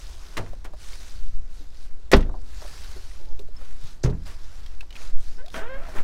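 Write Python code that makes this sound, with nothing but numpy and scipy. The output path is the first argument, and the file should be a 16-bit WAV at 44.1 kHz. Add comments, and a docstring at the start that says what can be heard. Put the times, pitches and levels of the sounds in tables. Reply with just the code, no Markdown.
"""Outdoors by a parked car, microphone in the hand: a clack, a near door slams, a farther door shuts,
a trunk lid creaks up. Blows ring sheet-metal modes; the hinge sticks and slips, the seal scrapes.
Small taps and dry ticks are short resonant bursts, with one metal ping and a hollow rub a little way off.
A nylon jacket swishes close by as grainy noise, with leaves crackling under its strokes.
Wind and handling rumble in the microphone, over a noise bed of far traffic and air."""
import sys
import numpy as np
from scipy import signal
from scipy.fft import rfft, irfft, next_fast_len
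from scipy.io import wavfile
from scipy.ndimage import uniform_filter1d

SR = 44100
rng = np.random.default_rng(int(sys.argv[2]) if len(sys.argv) > 2 else 0)


def output_pcm(signal):
    """Save a mono or channel-first signal as 16-bit PCM at the path in sys.argv[1].

    Samples are clipped to [-1, 1] before scaling.
    """
    pcm = np.clip(np.atleast_2d(signal).T, -1, 1) * 32767
    wavfile.write(sys.argv[1], SR, np.round(pcm).astype(np.int16))


N = 266231

# Blows on the panels: (time [s], level [dB], centre [Hz], spread [octaves])
NEAR_BLOWS = [(2.116, -26, 2780, 1.65), (2.126, -25.5, 1700, 1.5), (2.133, -12.5, 400, 0.74),
              (2.1335, -13.5, 1680, 0.87), (2.135, -16, 3900, 0.41), (2.1455, -14.5, 47.4, 1.74),
              (2.164, -38.5, 5000, 1.3), (2.207, -46, 2980, 1.1), (2.226, -45.5, 2760, 0.62),
              (2.292, -39, 780, 0.52), (2.341, -38.5, 760, 0.46)]
FAR_BLOWS = [(4.0335, -22, 5730, 0.3), (4.038, -28, 875, 2.13), (4.0465, -18, 109, 1.18),
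             (4.058, -30.5, 607, 2), (4.075, -32.5, 400, 0.83), (4.093, -27, 157, 1.53),
             (4.098, -43.5, 4050, 0.79), (4.125, -42.5, 1100, 0.87)]
CLACK_BLOWS = [(.369, -36, 2060, 1.5), (.377, -36, 830, 1.73), (.395, -39.5, 200, 1.2),
               (.462, -55.5, 1408, 1.4), (.6445, -54.5, 3000, 2.2), (.65, -49, 1035, 1.84)]
# The lid jumps off its seal: (time [s], level [dB], centre [Hz], spread [octaves])
LID_BLOWS = [(5.5425, -36, 1500, 1), (5.562, -39, 1100, 1.7), (5.59, -41, 1200, 1.44)]
# Strongest modes of each part: (frequency [Hz], relative level [dB], t60 [s])
NEAR_DOOR_MODES = [(25.4, 8, 0.59), (51, 9.5, 0.21), (78.3, -9, 0.7), (125.6, -3.5, 0.28), (179, 5, 0.2),
                   (222.4, 4.5, 0.19), (276.3, -1.5, 0.24), (397, 7, 0.094), (501.5, 4, 0.054),
                   (1533, -9.5, 0.099), (1920, 3, 0.039)]
FAR_DOOR_MODES = [(24.1, 11, 0.52), (52, 5.5, 0.67), (79.8, -4.5, 0.65), (124.6, 5.5, 0.2),
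                  (167.5, -3.5, 0.31), (320, -23, 0.21), (404, 7.5, 0.061), (520, -1, 0.071),
                  (611, -12, 0.17)]
CLACK_MODES = [(99.6, 10, 0.39), (171, 7.5, 0.049), (347, 10.5, 0.044), (655, -1, 0.17), (1024, 6, 0.032),
               (1950, 10.5, 0.011)]
SPRING_MODES = [(252, 4, 0.13), (653, 4, 0.27), (1528, -1, 0.23), (3200, 0, 0.11)]
# Dense sheet-metal modes, before each panel's damping: (frequency [Hz], base t60 [s])
SHEET_T60 = [(100, 0.59), (400, 0.24), (1000, 0.15), (2000, 0.1), (4000, 0.077), (8000, 0.084),
             (16000, 0.071)]

# Hinge slip runs, quickening as the lid gathers speed: (start [s], length [s], first rate [slips/s],
# last rate [slips/s], level [dB], roughness [0-1], extra level of upper multiples [dB])
SQUEAKS = [(5.363, 0.14, 336, 780, -49.5, 0.2, -8.5), (5.378, 0.047, 503, 508, -56.5, 0.04, 10.5),
           (5.604, 0.093, 405, 506, -39, 0.13, 0.5), (5.681, 0.1, 516, 546, -35.5, .05, -0.5),
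           (5.764, 0.071, 550, 585, -44.5, 0.14, -8), (5.811, 0.074, 670, 700, -46.5, 0.18, 1.5)]
SQUEAK_EDGE = 0.33  # share of a run spent catching and letting go
# What the hinge arm radiates: (frequency [Hz], level [dB])
HINGE_ARM = [(450, -2.5), (750, 1), (1050, -12), (1550, -4.5), (1900, -11), (2500, -20), (3200, -22),
             (4500, -33)]
# Seal and springs scrape as the lid lifts: (peak [s], rise [s], fall [s], level [dB])
SCRAPES = [(5.551, 0.017, .11, -36.5), (5.78, 0.17, 0.62, -47), (5.976, 0.044, 0.045, -42.5)]
SCRAPE_DROP_DB, SCRAPE_FLATNESS = 20, 2.05
# Lid resonances: (frequency [Hz], nominal width [Hz], relative level [dB])
LID_RESONANCES = [(200, 240, 4), (626, 240, 1), (1010, 52, -15), (1500, 200, -3)]
LID_WIDTH_SCALE = 0.94  # on the nominal widths

# Dull taps of shoes and trim; the last two rows form a rising scrape at the lid:
# (time [s], level [dB], frequency [Hz], t60 [s])
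TAPS = [(.532, -35.5, 563, 0.026), (.735, -37.5, 614, 0.06), (1.6, -46.5, 295, 0.16),
        (2.374, -46, 505, 0.037), (2.6195, -34.5, 626, 0.044), (2.646, -37, 600, 0.077),
        (2.96, -37, 373, 0.085), (3.392, -37.5, 407, 0.15), (3.485, -42.5, 433, .05),
        (3.61, -42.5, 530, .06), (3.612, -44, 1275, 0.085), (3.838, -34, 104, 0.049),
        (4.828, -44, 1000, 0.041), (5.885, -36.5, 636, 0.1), (5.95, -34.5, 400, 0.14),
        (5.962, -33.5, 1290, 0.11), (5.982, -32, 1670, 0.064)]
# Dry ticks of leaves and latch: (time [s], level [dB], frequency [Hz])
TICKS = [(0.932, -37, 2190), (2.414, -52.5, 4490), (2.843, -38, 3860), (3.112, -43, 1950),
         (3.392, -37, 3750), (4.662, -38.5, 3260), (4.8073, -31, 2600), (4.8073, -43, 1590),
         (4.906, -38, 2960), (4.9266, -38.5, 3030), (4.954, -34.5, 2600), (4.964, -33, 2470),
         (5.017, -37.5, 2400), (5.461, -38.5, 3780), (5.482, -37, 3330), (5.502, -40, 3700)]
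TICK_T60 = 0.029  # s
# A small metal part rings: (time [s], level [dB], frequency [Hz], t60 [s])
PINGS = [(3.566, -40, 5280, .045)]
# Something hollow is rubbed a little way off: (peak [s], rise [s], fall [s], level [dB])
RUB_STROKE = (3.27, .09, .1, -55)
RUB_DROP_DB, RUB_FLATNESS = 10, 3.0
# Its resonances: (frequency [Hz], width of the first of two passes [Hz], relative level [dB])
HOLLOW = [(375, 76, 0.5), (560, 28, -3.5), (860, 42, -5)]

# Jacket strokes: (peak [s], rise [s], fall [s], level [dB], scuff over swish [dB])
STROKES = [(.03, 0.23, 0.29, -50.5, -11.5), (.25, 0.14, 0.5, -54.5, -3.5), (.83, 0.082, 0.25, -51, -14),
           (0.968, 0.27, 0.46, -51, -9), (1.58, 0.16, 0.16, -58, -14), (1.84, 0.28, 0.1, -58, -31),
           (2.698, 0.38, 0.86, -50, -7.5), (3.15, 0.055, 0.077, -61, -1.5), (3.64, 0.16, 0.26, -58, -0.5),
           (3.88, 0.17, 0.14, -53.5, -8.5), (4.277, 0.038, 0.12, -50, -1), (4.5, 0.46, 0.6, -58.5, -2.5),
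           (5.021, 0.14, 0.15, -50, -2), (5.25, 0.14, 0.26, -55.5, -6.5), (5.564, 0.074, 0.079, -47.5, -10),
           (5.98, 0.26, 0.084, -53, -23)]
STROKE_DROP_DB, STROKE_FLATNESS = 29.5, 2.24  # fall at a stroke's ends; higher holds the top longer
REST_DB, REST_DULL_DB = -66.5, -2.5  # cloth between strokes: swish level, scuff over swish
CRACKLE_PER_S, CRACKLE_DB = 70.0, -9.0  # dry leaves snapping; level relative to the swish
PATCHY_DB = 1.6  # rms drift as folds of the cloth colour the swish in patches
# Spectra of bright swish and dull scuff: (frequency [Hz], relative density [dB per Hz])
SWISH = [(880, -5), (1500, -3), (2370, -3), (3730, 3.5), (5770, 3), (12100, -10), (16000, -16.5)]
SCUFF = [(120, 1.5), (300, 1.5), (700, 2.5), (1500, 4), (2500, -3.5), (5000, -32), (12000, -107)]

# Wind on the microphone: (time [s], buffeting level [dB], flutter level [dB])
WIND = [(0, -32, -39), (1.1, -24, -39.5), (1.3, -17, -32), (1.55, -25, -41.5), (1.85, -21, -43.5),
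        (2.3, -30, -39.5), (3.0, -26.5, -38.5), (3.8, -21, -41), (4.2, -31, -41), (4.6, -16.5, -39.5),
        (4.95, -31.5, -44), (5.17, -7.5, -40), (5.5, -26.5, -41.5), (5.95, -17, -42)]
# Wind spectra: (frequency [Hz], relative density [dB per Hz])
BUFFET = [(1.5, 23), (3, 7.5), (7, 13.5), (14, 7), (24, -8.5), (40, -84), (150, -130)]
FLUTTER = [(10, -50.5), (24, 4.5), (45, 0.5), (80, -12.5), (130, -24.5), (250, -37), (1500, -110)]
# Far traffic and air: (frequency [Hz], relative density [dB per Hz])
YARD = [(60, -28.5), (100, 2), (300, -1), (700, -7), (1500, -19.5), (3000, -39.5), (16000, -69)]
YARD_DB = -61  # rms level
EDGE_HZ = 15850  # band limit


def panel(blows, modes, dense_db, damping):
    """Each blow rings strong modes and a dense crowd of weak ones; its centre and spread weight both."""
    hz, db, t60 = np.transpose(modes)
    t = np.arange(SR // 2) / SR
    decay = amp(db[:, None] - 60 * t / t60[:, None])
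    rings = decay * np.sin(2 * np.pi * hz[:, None] * t)
    bins = np.fft.rfftfreq(256, 1 / SR) + 10.0
    frames = np.arange(len(t) // 64 + 2) * 64 / SR
    dying_db = -60 * frames / read(SHEET_T60, bins)[:, None]
    # most modes are damped fast by trim and seals, a few ring on
    fade = amp(dying_db / damping) + amp(-18.5 + dying_db / 2.34)
    fade = fade / np.sqrt(0.62 + bins / 1000)[:, None]
    onset = 1 - np.exp(-t / 0.0004)
    out = np.zeros(N)
    for s, blow_db, centre_hz, octaves in blows:
        reach, wide = (np.exp(-0.5 * (np.log2(f / centre_hz) / octaves) ** 2) for f in (hz, bins))
        # each mode from 140 Hz up starts with a random sign at every blow
        sign = np.where(hz < 140, 1, rng.choice([-1.0, 1.0], len(hz)))
        z = rng.standard_normal(fade.shape) + 1j * rng.standard_normal(fade.shape)
        crowd = signal.istft(z * fade * wide[:, None], nperseg=256, noverlap=192)[1][:len(t)]
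        strong = (reach * sign) @ rings
        add(out, s, amp(blow_db) * (strong + amp(dense_db) * crowd * onset))
    return out


def doors():
    """The near door, the farther door and the clack, each with its own modes and damping."""
    near = panel(NEAR_BLOWS, NEAR_DOOR_MODES, -3.0, 0.62)
    far = panel(FAR_BLOWS, FAR_DOOR_MODES, -11.5, 0.97)
    clack = panel(CLACK_BLOWS, CLACK_MODES, -0.32, 0.96)
    return near + far + clack


def lid():
    """The hinge squeaks while rubber and springs scrape into the lid's resonances."""
    grain = grainy(300.0, 1.3, 0.36)
    body = sum(amp(db) * resonate(grain, hz, LID_WIDTH_SCALE * width) for hz, width, db in LID_RESONANCES)
    body = evened(body) + amp(4.0) * colour(grain, SCUFF)
    scraping = sum(swell(*row, SCRAPE_DROP_DB, SCRAPE_FLATNESS) for row in SCRAPES)
    lifting = np.arange(N) / SR > SCRAPES[0][0] - SCRAPES[0][1]  # silent before the first scrape
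    out = scraping * lifting * evened(body)
    out += panel(LID_BLOWS, SPRING_MODES, -5.0, 1.0)
    for row in SQUEAKS:
        add(out, row[0], squeak(*row[1:]))
    return out


def squeak(length, first_hz, last_hz, db, rough, upper_db):
    """Stick and slip at an unsteady rate; its multiples slide through the arm's fixed resonances."""
    t = np.arange(0, length, 1 / SR)
    hz = first_hz + (last_hz - first_hz) * t / length
    shake, *flickers = (evened(uniform_filter1d(rng.standard_normal(len(t)), 250)) for _ in range(9))
    turns = np.cumsum(hz * (1 + 0.15 * rough * shake)) / SR
    tone = np.zeros(len(t))
    for k, flicker in enumerate(flickers, 1):
        gain = amp(read(HINGE_ARM, k * hz) + upper_db * (k > 1))
        # uneven slips make each multiple flicker on its own, the high ones most
        unsteady = 1 + 2.6 * rough * np.sqrt(k) * flicker
        tone += gain * unsteady * np.sin(2 * np.pi * k * turns)
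    return amp(db) * tone * signal.windows.tukey(len(t), SQUEAK_EDGE)


def small_hits(rows, rise_s, width_share, wide_db, ring):
    """Each hit is a short noise burst and a dying ring sent through one broad resonance."""
    out, t = np.zeros(N), np.arange(6000) / SR
    for s, db, hz, t60 in rows:
        source = rng.standard_normal(len(t)) + ring * np.sin(2 * np.pi * hz * t)
        burst = source * (1 - np.exp(-t / rise_s)) * amp(-60 * t / t60)
        width = width_share * hz
        sound = resonate(resonate(burst, hz, width), hz, 2 * width)
        wide = signal.lfilter([0.4], [1, -0.6], burst)  # gently darkened, unresonated
        add(out, s, amp(db) * (sound / abs(sound).max() + amp(wide_db) * wide))
    return out


def taps_and_ticks():
    """Dull taps, and the scrape that ends them, rise slower and carry less ring than the dry ticks."""
    taps = small_hits(TAPS, 0.00073, 0.71, -10.0, 0.18)
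    ticks = small_hits([(*row, TICK_T60) for row in TICKS], 0.00017, 0.69, -13.5, 0.43)
    return taps + ticks


def ping():
    """A small metal part rings as a single dying partial."""
    out, t = np.zeros(N), np.arange(6000) / SR
    for s, db, hz, t60 in PINGS:
        envelope = amp(db - 60 * t / t60) * (1 - np.exp(-t / 0.00092))
        add(out, s, envelope * np.sin(2 * np.pi * hz * t))
    return out


def rub():
    """Soft friction noise in a few hollow resonances."""
    noise = rng.standard_normal(N)
    body = np.zeros(N)
    for hz, width, db in HOLLOW:
        body += amp(db) * evened(resonate(resonate(noise, hz, width), hz, 2 * width))
    return swell(*RUB_STROKE, RUB_DROP_DB, RUB_FLATNESS) * evened(body)


def jacket():
    """Cloth sliding on cloth: a bright swish with leaves crackling in it, and a duller scuff."""
    grain = grainy(220.0, 2.4, 0.19)
    strokes = np.array([swell(*row[:4], STROKE_DROP_DB, STROKE_FLATNESS) for row in STROKES])
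    scuff_share = amp([row[4] for row in STROKES])[:, None]
    # overlapping strokes and the resting cloth add as powers
    bright = np.sqrt((strokes ** 2).sum(0) + amp(REST_DB) ** 2)
    dull = np.sqrt(((scuff_share * strokes) ** 2).sum(0) + amp(REST_DB + REST_DULL_DB) ** 2)
    swish = patchy(colour(grain, SWISH)) + amp(CRACKLE_DB) * crackle()
    return bright * swish + dull * colour(grain, SCUFF)


def crackle():
    """Leaves snap as sparse short noise bursts in four resonant colours, some large."""
    size = amp(3.0 * np.minimum(rng.exponential(1, N), 2)) * (rng.random(N) < CRACKLE_PER_S / SR)
    kind, t = rng.integers(0, 4, N), np.arange(300) / SR
    out = np.zeros(N)
    for k, hz in enumerate((1530, 2600, 4250, 5000)):
        snap = np.exp(-t / 0.0027) * rng.standard_normal(len(t))
        snaps = np.convolve(size * (kind == k), snap)[:N]
        out += resonate(resonate(snaps, hz, 0.22 * hz), hz, hz)
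    return evened(out)


def wind():
    """Slow pressure lumps at the microphone with a faster flutter on top."""
    buffet_db, flutter_db = curves(WIND)
    lumps = amp(buffet_db) * colour(rng.standard_normal(N), BUFFET)
    return lumps + amp(flutter_db) * colour(rng.standard_normal(N), FLUTTER)


def yard_air():
    """Far traffic and air as steady coloured noise."""
    return amp(YARD_DB) * colour(rng.standard_normal(N), YARD)


def swell(peak_s, rise_s, fall_s, db, drop_db, flatness):
    """Gain of one stroke: it climbs to a rounded top and sinks, drop_db down at both ends."""
    t = np.arange(N) / SR - peak_s
    away = np.where(t < 0, -t / rise_s, t / fall_s)
    return amp(db - drop_db * np.minimum(away, 4) ** flatness)


def grainy(per_s, spread_db, share):
    """Noise with sparse slips of friction in its level, a few large."""
    slips = amp(spread_db * np.minimum(rng.exponential(1, N), 4)) * (rng.random(N) < per_s / SR)
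    bursts = signal.oaconvolve(slips, np.exp(-np.arange(400) / 59.0))[:N]
    return rng.standard_normal(N) * (1 - share + share * evened(bursts))


def patchy(x):
    """Random gain in patches about a thousand Hz wide and some hundredths of a second long, rms 1."""
    z = signal.stft(x, nperseg=512)[2]
    field = rng.standard_normal(z.shape)
    for axis in (0, 1):
        field = uniform_filter1d(field, size=12, axis=axis)
    return evened(signal.istft(z * amp(PATCHY_DB * evened(field)), nperseg=512)[1][:N])


def colour(x, points):
    """Gives x a spectrum, rms 1."""
    size = next_fast_len(len(x))
    gain = amp(read(points, np.fft.rfftfreq(size, 1 / SR)))
    return evened(irfft(rfft(x, size) * gain, size)[:len(x)])


def resonate(x, hz, width):
    """One fixed resonance of about unit gain at its centre, width in Hz."""
    pole = np.exp((2j * np.pi * hz - np.pi * width) / SR)
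    return 2 * signal.lfilter([1 - abs(pole)], [1, -pole], x).real


def amp(db):
    """Decibels to amplitude."""
    return 10 ** (np.asarray(db) / 20)


def evened(x):
    """Scales x to rms 1."""
    return x / np.sqrt(np.mean(x ** 2) + 1e-20)


def read(points, hz):
    """Reads a table of (frequency [Hz], value) along a log frequency axis."""
    f, value = np.transpose(points)
    return np.interp(np.log(hz + 1), np.log(f + 1), value)


def curves(rows):
    """Each column as a value for every sample."""
    s, *columns = np.transpose(rows)
    return [np.interp(np.arange(N) / SR, s, c) for c in columns]


def add(mix, s, sound):
    """Adds sound into mix from time s, cut at the end."""
    part = mix[round(s * SR):][:len(sound)]
    part += sound[:len(part)]


def scene():
    """Sums the car, the small sounds, the jacket, the wind and the far bed in one channel."""
    car = doors() + lid()
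    small = taps_and_ticks() + ping() + rub()
    return (car + small + jacket() + wind() + yard_air())[None]


def record(dry):
    """Peaks saturate just under full scale; then the band limit."""
    soft = dry / (1 + abs(dry / 0.97) ** 6) ** (1 / 6)
    lowpass = signal.firwin(511, EDGE_HZ, window=("kaiser", 9), fs=SR)
    return signal.oaconvolve(soft, lowpass[None], "same")


dry = scene()
out = record(dry)
output_pcm(out)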